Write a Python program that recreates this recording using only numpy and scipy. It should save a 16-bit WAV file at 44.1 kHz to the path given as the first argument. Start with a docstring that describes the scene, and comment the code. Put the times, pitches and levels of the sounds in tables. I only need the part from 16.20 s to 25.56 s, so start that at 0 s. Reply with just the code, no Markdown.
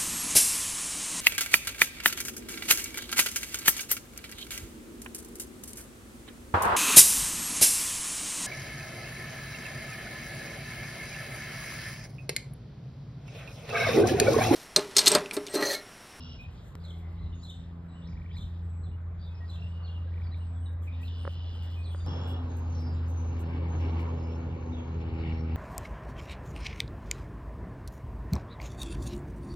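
"""An outdoor animal pen strewn with wood chips, in three joined passages: a small propeller plane drones closer.
The plane is a harmonic series of blade tones, joined in the last passage by an exhaust tone and chopped roar.
Sparrows, whistlers and high thin callers are gliding near-sines; a blackbird trills as a pulsed, resonant buzz.
All birds scatter among trees and fences. Shaped noise makes far traffic and leaves, wind on the microphone,
hiss and paws on chips; damped modes ring as a few hollow clicks, and a tick marks each join."""
import sys
import numpy as np
from scipy import signal
from scipy.fft import rfft, irfft, next_fast_len
from scipy.io import wavfile
from scipy.ndimage import uniform_filter1d

SR = 44100
rng = np.random.default_rng(int(sys.argv[2]) if len(sys.argv) > 2 else 0)


def to_wav(s):
    """Save 16-bit WAV."""
    ch = np.atleast_2d(s).T  # columns
    pcm = np.round(np.clip(ch, -1, 1) * 32767)  # PCM
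    wavfile.write(sys.argv[1], SR, pcm.astype(np.int16))


N = 412776

# the three joined passages: start_s, end_s
PASSAGES = [(0, .553), (.553, 5.864), (5.864, 9.36)]
# when one sparrow repeats its zigzag chirp: start_s, level_db (before the group's trim), pitch_ratio
CHIRPS = [(0.637, -55.5, 1.01), (1.235, -51.5, 1.02), (2.16, -51.5, 1.02), (3.287, -55, 1.03)]
TREBLE_FROM_HZ, TREBLE_TO_HZ = 5600, 14300   # filter edges shared by the hissy sounds


def amp(db):
    """Decibels to amplitude ratio: 20 dB is a factor of ten."""
    return 10 ** (np.asarray(db) / 20)


def rms_one(x):
    """Normalise the mean power, so that rms is 1."""
    return x / np.sqrt(np.mean(x ** 2) + 1e-20)


def in_time(rows):
    """Linear interpolation: the columns of a curve table at every sample."""
    s, *columns = np.transpose(rows)
    return np.array([np.interp(np.arange(N) / SR, s, c) for c in columns])


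def sounding(rows, fade):
    """Gating: 1 from the first row's time to the last, with linear edges of fade seconds."""
    t = np.arange(N) / SR
    return np.clip(np.minimum(t - rows[0][0], rows[-1][0] - t) / fade, 0, 1)


def by_passage(tables):
    """Piecewise interpolation: curves that may jump where two passages join."""
    t = np.arange(N) / SR
    return sum(in_time(rows) * ((t >= a) & (t < b)) for rows, (a, b) in zip(tables, PASSAGES))


def at_hz(points, hz):
    """Read a spectrum table on a logarithmic frequency axis."""
    p = np.array(points)
    return np.interp(np.log(hz), np.log(p[:, 0]), p[:, 1])


def drift(rate):
    """Low-passed noise: a random wander of rms 1, slower than about rate in Hz."""
    # computed at one sixteenth of the sample rate, past the filter's settling
    r = np.exp(-32 * np.pi * rate / SR)
    white = rng.standard_normal(N // 16 + 4002)
    slow = rms_one(signal.lfilter([1], [1, -2 * r, r * r], white)[4000:])
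    return np.interp(np.arange(N) / 16, np.arange(len(slow)), slow)


def resonate(x, hz, width):
    """Two-pole resonance: bandwidth sets the damping; gain is about 1 on top."""
    r = np.exp(-np.pi * width / SR)
    zeros = np.array([1, 0, -1]) * (1 - r * r) / 2
    return signal.lfilter(zeros, [1, -2 * r * np.cos(2 * np.pi * hz / SR), r * r], x)


def steep(x, hz, kind):
    """Elliptic filtering: a steep low- or high-pass."""
    return signal.sosfilt(signal.ellip(8, 1, 45, hz, kind, fs=SR, output="sos"), x)


def impulses(events):
    """Unit-sample excitation: one sample at each event, of its peak height."""
    x = np.full(N, 1e-18)
    for s, db in events:
        x[round(s * SR)] = amp(db)
    return x


def banded_noise(colour, patchy_db, above_hz=0, lift_db=0):
    """Partly coherent stereo noise in third-octaves; bands centred over above_hz also follow lift_db."""
    # left-right likeness: frequency_hz, correlation
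    likeness = [(40, 0.99), (110, 0.96), (210, 1), (390, 0.85), (740, 0.36), (1380, 0.53), (2580, 0.39),
                (4820, 0.91), (6000, 1), (9000, 0.8)]
    # the ports differ in colour: frequency_hz, left_minus_right_db
    lean = [(60, 0), (98, 2), (160, -3), (260, 1.5), (420, 1), (690, -4), (1120, -0.5), (1820, 4.5),
            (2960, 0), (4820, 0)]
    edges = colour[0][0] * 2 ** np.arange(0, np.log2(colour[-1][0] / colour[0][0]) + .01, 1 / 3)
    out, power, white = 0, 0, rng.standard_normal((2, 2, N))
    for k, (low, high) in enumerate(zip(edges, edges[1:])):
        band = signal.butter(3, [low, high], "band", fs=SR, output="sos")
        mid, side = signal.sosfilt(band, white[k % 2])   # neighbouring bands are independent
        hz = np.sqrt(low * high)
        alike = np.clip(at_hz(likeness, hz), -1, 1)
        level_db = at_hz(colour, hz)
        gain = amp(level_db + patchy_db * drift(10.0) + lift_db * (hz > above_hz))
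        gain = gain * amp(at_hz(lean, hz) * np.array([[.5], [-.5]]))
        power += amp(2 * level_db) * (high - low) / SR * 2
        stereo = np.sqrt(1 + alike) * mid + np.sqrt(1 - alike) * side * [[1], [-1]]
        out = out + gain * stereo / np.sqrt(2)
    return out / np.sqrt(power)


def notes(tables, rough, overtones_db=(), flutter_db=2):
    """Frequency modulation: near-sine notes whose pitch and level are shaken fast at random."""
    out, shake, flutter = np.zeros(N), drift(200), drift(65)
    for rows in tables:
        s, hz, db = np.transpose(rows)
        span = np.arange(int(s[0] * SR), min(int(s[-1] * SR), N))
        t = span / SR
        pitch_hz = np.interp(t, s, hz) * (1 + rough * shake[span])
        phase = 2 * np.pi * np.cumsum(pitch_hz) / SR
        wave = np.sin(phase) + sum(amp(o) * np.sin(k * phase) for k, o in enumerate(overtones_db, start=2))
        edges = np.clip(np.minimum(t - s[0], s[-1] - t) / .006, 0, 1)
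        out[span] += np.sqrt(2) * wave * amp(np.interp(t, s, db) + flutter_db * flutter[span]) * edges
    return out


def shaped(events):
    """Envelope shaping: each note swells, holds and dies away while its pitch turns once."""
    onset, turn, release = .24, .4, .26   # shares of the note's length
    shares = np.sort([0, onset, turn, 1 - release, 1])
    envelope_db = np.interp(shares, [0, onset, 1 - release, 1], [-2, 0, .5, -10.5])
    curves = []
    for s, length, *hz, db in events:
        pitch_hz = np.interp(shares, [0, turn, 1], hz)
        curves.append(np.transpose([s + length * shares, pitch_hz, db + envelope_db]))
    return curves


def pips(events, parts):
    """Windowed chirps: each event sounds the same few brief glides, swelling and fading smoothly."""
    out = np.zeros(N)
    for delay, from_hz, to_hz, length, part_db in parts:
        size = int(length * SR)
        phase = 2 * np.pi * np.cumsum(np.linspace(from_hz, to_hz, size)) / SR
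        glide = np.hanning(size) * np.sin(phase)
        for s, db in events:
            start = round((s + delay) * SR)
            out[start:start + size] += amp(db + part_db) * glide
    return out


def throat(x, group):
    """Formant filtering: parallel resonances, each applied twice for steep flanks; rms 1."""
    return rms_one(sum(amp(db) * resonate(resonate(x, hz, w), hz, w) / np.sqrt(w) for hz, w, db in group))


def among_trees(x, wet_db, t60):
    """Diffuse scattering from trunks and fences: decaying, partly coherent noise, ending with the passage."""
    t = np.arange(int(t60 * SR)) / SR
    mid, side = rng.standard_normal((2, len(t))) * amp(-60 * t / t60) * np.minimum(t / .01, 1)
    alike = .75   # left-right correlation
    scatter = np.sqrt(1 + alike) * mid + np.sqrt(1 - alike) * side * [[1], [-1]]
    scatter /= np.sqrt(np.sum(scatter ** 2, axis=1, keepdims=True))
    out = np.array([x, x])
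    for a, b in PASSAGES:
        part = slice(round(a * SR), round(b * SR))
        wet = signal.fftconvolve(x[None, part], scatter, axes=1)[:, :len(x[part])]
        out[:, part] += amp(wet_db) * wet
    return out


def microphone_hiss():
    """Self-noise: faint white noise confined to the treble."""
    treble = steep(rng.standard_normal(N), TREBLE_FROM_HZ, "high")
    return amp(-91) * steep(treble, TREBLE_TO_HZ, "low")


def far_air():
    """Superposed distant sources: far traffic and leaves as coloured noise; its airy treble rises and falls."""
    # one table a passage: time_s, level_db (before the trim below)
    air_levels = [
        [(0.0, -57), (0.354, -56), (0.553, -55.5)],
        [(0.55, -56), (0.88, -56.5), (1.29, -58.5), (1.78, -56), (2.0, -57.5), (4.01, -55), (4.95, -55.5),
         (5.73, -53), (5.86, -53.5)],
        [(5.86, -47.5), (6.06, -47.5), (6.3, -51), (6.99, -52.5), (7.71, -56), (8.06, -62.5), (9.36, -51.5)],
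    ]
    # frequency_hz, density_db_per_hz
    air_colour = [(200, -8), (320, -10.5), (620, -13.5), (1200, -16.5), (1840, -24.5), (2590, -29.5),
                  (3590, -28.5), (4470, -36), (5450, -34), (6000, -50), (6500, -46), (8100, -60)]
    # level of the treble against the colour: time_s, lift_db
    air_treble = [(0, 12), (.55, 0.5), (.9, 1.5), (1.45, 5), (1.6, -4.5), (1.9, 1.5), (2.35, 2.5),
                  (2.6, -6.5), (2.9, -8.5), (3.2, 3.5), (3.9, 1.5), (4.3, 0), (4.55, -14.5), (4.8, 8),
                  (5.86, 1), (9.36, -6.5)]
    air = banded_noise(air_colour, patchy_db=2.0, above_hz=2400, lift_db=in_time(air_treble)[0])
    return amp(by_passage(air_levels)[0] - 1.5) * air


def join_ticks():
    """Step response: a small jump in the waveform, dying at once, where two passages meet."""
    # time_s, peak_db (before the trim below)
    ticks = [(0.554, -33.5), (5.8642, -38)]
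    return amp(2.5) * signal.lfilter([1], [1, -.92], impulses(ticks))


def wind():
    """Turbulent pressure on the microphone ports: rumble and puffs, a wandering calm that gusts lift."""
    # frequency_hz, density_db_per_hz
    wind_colour = [(25, -18), (50, 6), (68, 6.5), (105, -3.5), (130, -1.5), (190, -12.5), (240, -17.5),
                   (320, -30.5)]
    # wind between gusts, one row a passage: rumble_db, puff_db (before the trims below)
    calm_levels = [(-51.5, -53), (-55.5, -55.5), (-53.5, -49)]
    # centre_s, db_over_calm
    gusts = [(.02, -1), (.3, 2), (.47, 0.5), (1.06, 11.5), (1.95, 12), (2.23, 10.5), (2.5, 3), (2.7, 4.5),
             (2.97, 4.5), (3.41, 7), (3.75, 2.5), (4.1, 5), (5.88, 6), (6.39, -1.5), (6.9, -1.5), (7.09, 2),
             (8.81, 3), (9.12, 7.5)]
    gust_s, puff_share, wander_db = .29, .62, 1   # full length of a gust; share of it in the puffs
    t = np.arange(N) / SR
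    gust_db = sum(db * np.cos(np.pi * np.clip((t - s) / gust_s, -.5, .5)) ** 2 for s, db in gusts)
    rumble_db, puff_db = by_passage([[(a, *calm), (b, *calm)] for calm, (a, b) in zip(calm_levels, PASSAGES)])
    rumble_db = rumble_db + gust_db + wander_db * drift(1.5)
    puff_db = puff_db + puff_share * gust_db + wander_db * drift(5.0)
    noise = banded_noise(wind_colour, patchy_db=1, above_hz=75, lift_db=puff_db - rumble_db + 4.5)
    return amp(rumble_db + 6.0) * noise


def rustle():
    """Granular friction: paws free short showers of bright grains over faint, duller rustling that comes and goes."""
    # paws on chips: start_s, length_s, level_db
    showers = [(0.198, 0.076, -75), (.3, .1, -77), (0.406, 0.1, -79), (4.172, 0.022, -76),
               (4.52, 0.027, -75), (4.614, 0.086, -69.5), (4.804, 0.11, -68), (5.1, 0.067, -72),
               (5.417, 0.087, -70), (5.495, 0.045, -72.5), (5.71, .06, -70), (6.067, 0.091, -64),
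               (6.363, 0.0083, -69), (6.367, .012, -61), (6.38, 0.026, -67), (6.594, 0.054, -72.5),
               (6.877, 0.057, -67.5), (7.19, 0.049, -62), (7.79, 0.048, -68.5)]
    # frequency_hz, width_hz, gain_db
    rustle_colour = [(6900, 7900, -1.5), (11400, 15000, 2.5), (15000, 3700, -5.5)]
    # faint, duller rustling: time_s, level_db (before the trim below)
    scuffle = [(0.0, -101), (0.78, -86), (1.01, -100), (2.03, -102), (2.32, -96.5), (2.74, -101),
               (4.51, -101), (4.77, -96), (5.01, -92), (5.66, -92.5), (5.94, -101), (6.31, -90.5),
               (6.88, -100), (7.06, -91.5), (7.59, -99), (7.66, -93), (8.34, -101), (9.36, -101)]
    t = np.arange(N) / SR
    corners = np.array([0, .12, .5, 1])   # start, end of attack, end of hold, end: shares of the length
    shower = sum(amp(db) * np.interp(t, s + length * corners, [0, 1, 1, 0]) for s, length, db in showers)
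    grains = rng.standard_normal(N) * (rng.random(N) < .15)   # sparse
    grains = grains + .5 * rng.standard_normal(N)   # dense, alike in both channels
    grains = grains + .19 * rng.standard_normal((2, N))   # each channel's own
    grains = sum(amp(db) * resonate(grains, hz, width) for hz, width, db in rustle_colour)
    grains = rms_one(steep(grains, TREBLE_FROM_HZ, "high"))
    scuffle_gain = amp(in_time(scuffle)[0] + 9.5 + 4.0 * drift(7))
    return shower * grains + scuffle_gain * steep(grains, TREBLE_TO_HZ, "low")


def clicks():
    """Modal synthesis: a brief contact sets the damped modes of a small hollow body ringing."""
    # contacts: time_s, peak_db (before the modes' gains)
    contacts = [(5.0518, -31.5), (5.0695, -41), (5.0752, -40), (5.0768, -27), (5.7475, -36.5)]
    # frequency_hz, gain_db, t60_s
    modes = [(1610, -7, 0.008), (1280, 8, 0.0037), (920, -7, 0.0045), (564, -4, 0.033)]
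    touch = np.hanning(int(.0006 * SR))   # contact lasts 0.6 ms
    taps, out = np.convolve(impulses(contacts), touch / touch.sum())[:N], 0
    for hz, db, t60 in modes:
        r, w = amp(-60 / (t60 * SR)), 2 * np.pi * hz / SR
        out = out + amp(db) * signal.lfilter([0, np.sin(w)], [1, -2 * r * np.cos(w), r * r], taps)
    return out * amp([[-1.5], [1.5]])   # louder on the right


def blackbird():
    """Amplitude modulation: a throbbing buzz of about 100 pulses a second excites two groups of resonances."""
    # start_s, length_s, low_band_db, high_band_db, high_band_loss_db_per_s
    trills = [(0, 0.18, -54.5, -56.5, 36), (4.87, 0.71, -57.5, -89, 18), (5.86, 0.34, -55, -55, 54.5)]
    # throat resonances of the low band, one table a trill: frequency_hz, width_hz, gain_db
    low_groups = [
        [(2890, 230, 2), (3220, 350, -1.5), (3930, 500, -6.5), (4520, 530, -8)],
        [(2975, 250, 7), (3430, 340, 2.5), (4050, 680, -1.5), (4930, 380, -3.5)],
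        [(2856, 140, 2.5), (3340, 170, 7.5), (3750, 400, -8)],
    ]
    # throat resonances of the high band: frequency_hz, width_hz, gain_db
    high_group = [(5280, 280, 0), (4800, 400, -9)]
    t = np.arange(N) / SR
    pulses = 1 + .95 * np.sin(2 * np.pi * 100 * t + 2.1 * drift(1.44))
    throb = 1 + .13 * np.sin(2 * np.pi * 32 * t)
    buzz, out = pulses * throb * rng.standard_normal(N), 0
    high = throat(buzz, high_group)
    for (s, length, low_db, high_db, loss_db), group in zip(trills, low_groups):
        release_db = -23 * np.clip((t - s - length) / .036 + 1, 0, 1)   # over the last 36 ms
        high_gain = amp(high_db - loss_db * np.clip(t - s, 0, length))
        both = amp(low_db) * throat(buzz, group) + high_gain * high
        out = out + sounding([[s], [s + length]], .0049) * amp(release_db) * both
    return steep(out, 6600, "low")


def far_birds():
    """Frequency-modulated tones: far calls, hoarse calls, chirps that fall twice, and high thin notes."""
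    # three tables of notes: start_s, length_s, pitch_start_hz, pitch_turn_hz, pitch_end_hz,
    # level_db (before the group's trim)
    far_calls = [(.65, 0.49, 2160, 2140, 2036, -72), (1.87, 0.075, 5270, 4840, 5100, -70),
                 (2.085, 0.094, 2480, 3540, 4030, -65), (3.39, 0.11, 5600, 5040, 5200, -78),
                 (7.55, 0.2, 5800, 5540, 5650, -71.5), (7.97, 0.11, 5140, 5200, 5050, -70)]
    hoarse_calls = [(1.81, 0.065, 2940, 3500, 4140, -64.5), (2.99, 0.068, 4370, 4630, 4680, -67.5),
                    (3.02, 0.082, 3740, 3720, 3430, -62.5), (6.495, 0.25, 6250, 5260, 4880, -62.5),
                    (6.52, 0.093, 4500, 4230, 4250, -70), (6.7, .2, 4750, 5033, 4650, -75)]
    thin_notes = [(.36, .19, 6930, 7000, 6720, -84.5), (1.145, 0.12, 6670, 6830, 6850, -73),
                  (1.34, 0.045, 8050, 7730, 7700, -79), (1.68, 0.16, 7840, 7800, 7900, -82),
                  (1.89, 0.021, 6694, 6806, 6700, -75), (2.42, 0.32, 7700, 7840, 7880, -83),
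                  (2.8, 0.33, 7200, 6800, 6700, -93), (3.4, 0.16, 7430, 7980, 7550, -85),
                  (4.16, 0.33, 8480, 7800, 7980, -81), (4.4, 0.077, 8260, 8470, 8100, -74.5),
                  (4.98, 0.13, 8100, 8800, 9140, -76.5), (5.33, 0.041, 8260, 8200, 8160, -84),
                  (5.585, 0.042, 8400, 8260, 7900, -76), (5.65, 0.15, 8150, 8660, 8400, -76),
                  (5.75, 0.25, 6920, 6650, 6380, -72), (6.0, 0.066, 6300, 7100, 6946, -71),
                  (6.27, 0.21, 6650, 6520, 6720, -72), (6.725, 0.061, 6900, 7100, 6900, -77),
                  (6.86, 0.38, 6200, 6150, 6320, -69.5), (7.48, .15, 6770, 6280, 6086, -70.5),
                  (7.63, 0.77, 6220, 6540, 6200, -77.5), (8.35, 0.47, 6170, 6320, 6700, -76.5)]
    # high note that opens each zigzag chirp: offset_s, length_s, pitch_start_hz, pitch_turn_hz,
    # pitch_end_hz, db_against_chirp
    opening = (-.04, .045, 4300, 4800, 5250, -19)
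    # another sparrow's chirp falls twice: offset_s, pitch_hz, relative_db
    fall_shape = [(-.008, 4350, -12), (.006, 4400, -2), (.02, 4150, -4), (.044, 3200, 0), (.052, 3250, -16),
                  (.068, 3500, -10), (.076, 3450, -1), (.096, 2850, 0), (.106, 2800, -14)]
    # when it is sung: start_s, level_db (before the group's trim)
    fall_times = [(3.636, -60.5), (5.636, -58.5)]
    openings = [(s + opening[0], *opening[1:-1], db + opening[-1]) for s, db, _ in CHIRPS]
    falls = [[(s + after, hz, db + shape_db) for after, hz, shape_db in fall_shape] for s, db in fall_times]
    out = notes(shaped(far_calls + openings), rough=.045, flutter_db=4)
    out += notes(shaped(hoarse_calls), rough=.048)
    out += notes(falls, rough=.026, flutter_db=4)
    return out + notes(shaped(thin_notes), rough=.017, flutter_db=4)


def near_birds():
    """Gliding sines: whistles, a long burred whistle and chatter made of windowed glides."""
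    # two tables of notes: start_s, length_s, pitch_start_hz, pitch_turn_hz, pitch_end_hz,
    # level_db (before the group's trim)
    whistles = [(.185, 0.086, 2470, 2495, 2500, -51.5), (1.12, 0.031, 2920, 3000, 2720, -61.5),
                (1.73, 0.1, 2700, 3000, 2830, -65.5), (2.71, 0.058, 2830, 2900, 2960, -68),
                (3.09, 0.11, 2480, 2550, 2490, -66.5), (3.14, 0.07, 5145, 5160, 5220, -70),
                (3.2, 0.065, 1905, 1892, 1900, -59), (3.87, 0.027, 1690, 1620, 1587, -62),
                (4.2, 0.047, 2760, 3000, 2650, -61.5), (4.47, 0.086, 1650, 1650, 1615, -66.5),
                (4.79, 0.044, 1880, 1910, 1910, -61.5), (4.827, 0.024, 2290, 2720, 2750, -49.5),
                (5.558, .085, 2520, 2490, 2460, -56.5), (5.65, 0.069, 2460, 2440, 2400, -63),
                (5.752, 0.14, 4870, 4750, 4680, -65), (8.085, 0.091, 5420, 5400, 5410, -68.5),
                (9.12, .036, 5500, 5530, 5480, -69.5), (9.175, 0.055, 5500, 5600, 5400, -67.5)]
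    burred = [(3.355, 0.15, 2700, 2720, 2870, -61.5), (3.47, 0.38, 2910, 2886, 2840, -63)]
    # time_s, peak_db (before the group's trim)
    chatter_times = [(1.8865, -52), (1.9305, -52), (1.9734, -48.5), (2.0178, -49), (2.0611, -48),
                     (2.1134, -49), (2.168, -45.5), (3.9396, -50), (3.9789, -48.5), (4.0183, -47),
                     (4.0711, -49.5), (4.144, -47.5)]
    # delay_s, from_hz, to_hz, length_s, relative_db
    chatter_parts = [(-.0015, 2280, 2350, 0.0067, 0), (-.0083, 1700, 2400, 0.008, -9),
                     (-.021, 1750, 2050, 0.008, -6)]
    out = notes(shaped(whistles), rough=.012, flutter_db=1.5)
    out += pips(chatter_times, chatter_parts)
    return out + notes(shaped(burred), rough=.022, flutter_db=5)


def chirp_hiss(chirps):
    """Envelope following: bright resonant noise rises and falls with the loudness of the chirps."""
    # frequency_hz, width_hz, gain_db
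    hiss_bands = [(6800, 3000, -4), (11500, 2800, -12.5)]
    breath = uniform_filter1d(np.abs(chirps), size=400) * rng.standard_normal(N)
    bright = sum(amp(db) * resonate(resonate(breath, hz, width), hz, width) for hz, width, db in hiss_bands)
    return steep(bright, TREBLE_FROM_HZ, "high")


def sparrows():
    """Frequency-modulated tones: a repeated zigzag chirp with a hissy top, and single notes with an overtone."""
    # zigzag chirp: offset_s, pitch_hz (before the pitch ratio), relative_db
    chirp_shape = [(-.035, 2600, -32), (-.008, 3700, -20), (.002, 4100, -5), (.016, 3950, -3),
                   (.029, 3300, -2), (.035, 3200, -26), (.043, 3250, -12), (.047, 3330, 0),
                   (.064, 3750, -3), (.074, 3000, 0), (.082, 3050, -22)]
    # start_s, length_s, pitch_start_hz, pitch_turn_hz, pitch_end_hz, level_db (before the group's trim)
    sparrow_notes = [(.985, .11, 3926, 4050, 3650, -68), (1.122, 0.036, 3624, 3620, 3600, -65),
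                     (1.68, 0.063, 3940, 3890, 3760, -72), (2.632, 0.055, 4010, 3990, 2970, -66),
                     (2.69, 0.018, 3840, 3800, 3820, -70), (4.03, 0.055, 5000, 4730, 4440, -67),
                     (4.11, 0.057, 3900, 4050, 3499, -61.5), (4.345, 0.048, 3440, 3380, 3360, -71),
                     (4.42, 0.06, 3020, 2950, 2900, -70), (4.457, 0.017, 3960, 3810, 3594, -55.5),
                     (4.625, 0.016, 4000, 3400, 2800, -66), (4.671, 0.029, 2580, 2450, 2340, -50),
                     (4.72, 0.042, 3710, 3700, 3660, -65), (4.846, 0.023, 4080, 4150, 4080, -59.5),
                     (4.875, .02, 3940, 3500, 3000, -55), (5.8, 0.014, 3800, 3630, 3320, -57.5),
                     (8.518, 0.045, 3810, 3700, 3370, -59), (8.57, 0.042, 3420, 3300, 3070, -57),
                     (8.69, 0.041, 4000, 3980, 3950, -73)]
    chirps = [[(s + after, ratio * hz, db + shape_db) for after, hz, shape_db in chirp_shape]
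              for s, db, ratio in CHIRPS]
    sung = notes(chirps, rough=.023, flutter_db=3.5)
    return sung + chirp_hiss(sung) + notes(shaped(sparrow_notes), rough=.032, overtones_db=(-32,))


def birds():
    """Direct and scattered sound: each group of birds has its own balance and decay time."""
    far = far_birds() + amp(-1) * blackbird()
    out = amp(-1) * among_trees(sparrows(), wet_db=-1.5, t60=.42)
    out += amp(-1.5) * among_trees(near_birds(), wet_db=-6, t60=.25)
    return out + amp(-1) * among_trees(far, wet_db=0, t60=.3)


def plane():
    """Harmonic blade tones waver in turbulent air; an exhaust tone and blade-chopped roar join them late."""
    # one table a passage: time_s, blade_rate_hz
    blade_rate = [
        [(0, 82.16), (.553, 83.83)],
        [(.553, 84.62), (3, 84.93), (5.864, 84.7)],
        [(5.864, 86.2), (6.6, 83.26), (7.6, 83.08), (8.3, 82.16), (9.36, 80.66)],
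    ]
    # one table a passage: time_s, then level_db of multiples 1, 2, 3, 4
    propeller = [
        [(0, -43, -52.5, -51.5, -96), (.553, -57, -57.5, -84, -97)],
        [(.553, -41.5, -48.5, -69, -68), (1.1, -36, -48.5, -59.5, -66), (1.25, -43.5, -49.5, -57, -72),
         (1.75, -43.5, -46, -60.5, -70), (2.35, -36, -48, -64, -73), (2.85, -35, -55, -69, -77.5),
         (3.05, -38, -52, -73, -79), (4.0, -33, -54.5, -66, -76), (4.75, -33, -59.5, -56.5, -85.5),
         (5.2, -35, -62.5, -64, -73), (5.864, -32, -53.5, -59, -79)],
        [(5.864, -32, -52, -49, -75), (6.5, -32, -55, -49, -68), (6.9, -29.5, -57.5, -49.5, -63.5),
         (7.26, -32, -46.5, -48.5, -55.5), (7.65, -28.5, -46, -45.5, -51.5), (8.15, -34, -44, -43, -52),
         (8.6, -37, -49.5, -46, -54), (9.0, -33.5, -44.5, -45, -46), (9.36, -29, -40, -41, -48.5)],
    ]
    # multiple, db_against_fourth
    upper_orders = [(5, -3.5), (6, -9), (7, -34.5), (8, -21.5), (10, -14.5)]
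    # time_s, pitch_hz, level_db
    exhaust = [(5.864, 134.5, -52), (6.7, 132.5, -50), (7.7, 130.5, -47), (9.36, 130, -49)]
    # roar as the plane nears: time_s, body_db, rasp_db (before the trims below)
    roar_levels = [(5.864, -40, -72), (6.25, -45.5, -71.5), (6.9, -47, -70), (7.33, -41.5, -62),
                   (7.5, -40.5, -64.5), (7.66, -38, -59), (7.72, -38.5, -62), (7.83, -37.5, -56.5),
                   (7.95, -41, -63), (8.45, -43, -66), (8.75, -44.5, -65), (8.9, -44, -62),
                   (9.07, -43.5, -58.5), (9.25, -47.5, -62.5), (9.36, -45, -58.5)]
    # frequency_hz, density_db_per_hz
    roar_colour = [(180, -43), (250, -3.5), (350, -9.5), (490, -5.5), (600, -19.5), (900, -11.5),
                   (1600, -27.5), (2260, -15), (2700, -22.5), (3350, -24.5), (4300, -32.5), (5270, -34.5),
                   (6850, -46.5), (8000, -75)]
    # narrow bands that stand out of the roar: frequency_hz, width_hz, added_db
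    roar_peaks = [(820, 55, -9.5), (930, 67, -13), (2277, 50, 6.5), (2820, 290, -4), (4120, 480, -4.5)]
    blade_hz, levels = by_passage(blade_rate)[0], by_passage(propeller)
    phase = 2 * np.pi * np.cumsum(blade_hz) / SR
    orders = list(enumerate(levels, start=1)) + [(k, levels[-1] + db) for k, db in upper_orders]
    tones = 0
    for k, db in orders:
        fading_db = (k > 1) * 2 * drift(3.3)   # overtones fade in and out slowly
        waver_db = .4 * np.sqrt(k) * drift(14)
        tones = tones + amp(db + fading_db + waver_db) * np.sin(k * phase + .04 * k * drift(6))

    exhaust_hz, exhaust_db = in_time(exhaust)
    near = sounding(roar_levels, .001)
    exhaust_phase = 2 * np.pi * np.cumsum(exhaust_hz) / SR
    tones = tones + near * amp(exhaust_db + 1.5 * drift(3)) * np.sin(exhaust_phase)

    body_db, rasp_db = in_time(roar_levels)
    rasp_lift_db = rasp_db - body_db + 13.0 + 1.1 * drift(24)
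    roar = banded_noise(roar_colour, patchy_db=2.0, above_hz=1700, lift_db=rasp_lift_db)
    # the rasp's narrow bands swell more than the rest and pulse with each blade
    blade_pulse = np.cos(phase + .67)
    swell = amp(.42 * (rasp_db - rasp_db[-SR:].mean())) * (1 + .53 * blade_pulse)
    peaks = sum(amp(db) * resonate(roar, hz, width) * (swell if 1700 < hz < 3300 else 1)
                for hz, width, db in roar_peaks)
    chop = 1 + .052 * blade_pulse
    return -np.sqrt(2) * tones + near * amp(body_db - 3.0) * chop * (roar + peaks)


def scene():
    """Superposition: the pressures of all sources add at the two microphone ports."""
    background = far_air() + microphone_hiss() + join_ticks() + wind()
    return background + rustle() + clicks() + birds() + plane()


def record(dry):
    """Interchannel phase: the ports differ by frequency, otherwise in the last passage; the top is cut."""
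    # the first two passages, then the last: frequency_hz, left_lead_rad
    port_phase = [
        [(0, 0), (260, -0.1), (690, -1.0), (1120, 0.0), (1640, -0.3), (2580, 2.3), (3700, 0.8), (4480, 1.2),
         (5500, 1.9), (5850, 3.0), (6200, 3.4), (7600, 6.0), (8500, 6.5), (9600, 9.1), (10700, 9.7),
         (11900, 12.3), (13100, 12.9), (14200, 15.4), (16000, 16.5)],
        [(0, 0), (260, -0.1), (600, -1.3), (860, -0.4), (1120, -1.0), (1380, 0.4), (1640, -0.2), (2150, 4.2),
         (2410, 3.8), (2670, 4.8), (3450, 3.6), (4050, 5.8), (4800, 6.9), (5500, 7.4), (6000, 9.9),
         (6900, 10.8), (7600, 12.3), (8800, 12.8), (9600, 15.4), (10700, 16.0), (11900, 18.6), (13100, 19.2),
         (14200, 21.7), (16000, 22.8)],
    ]
    size = next_fast_len(N + 4096)
    hz, spectrum = np.arange(size // 2 + 1) * SR / size, rfft(dry, size)
    turned = []
    for lead in port_phase:
        lead_rad = np.interp(hz, *np.transpose(lead))
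        half_each = np.exp(.5j * lead_rad * [[1], [-1]])   # left forward, right back
        turned.append(irfft(spectrum * half_each, size)[:, :N])
    early, late = turned
    ports = np.where(np.arange(N) < PASSAGES[-1][0] * SR, early, late)
    return signal.sosfilt(signal.ellip(10, .5, 70, 15550, fs=SR, output="sos"), ports)


dry = scene()
out = record(dry)
to_wav(out)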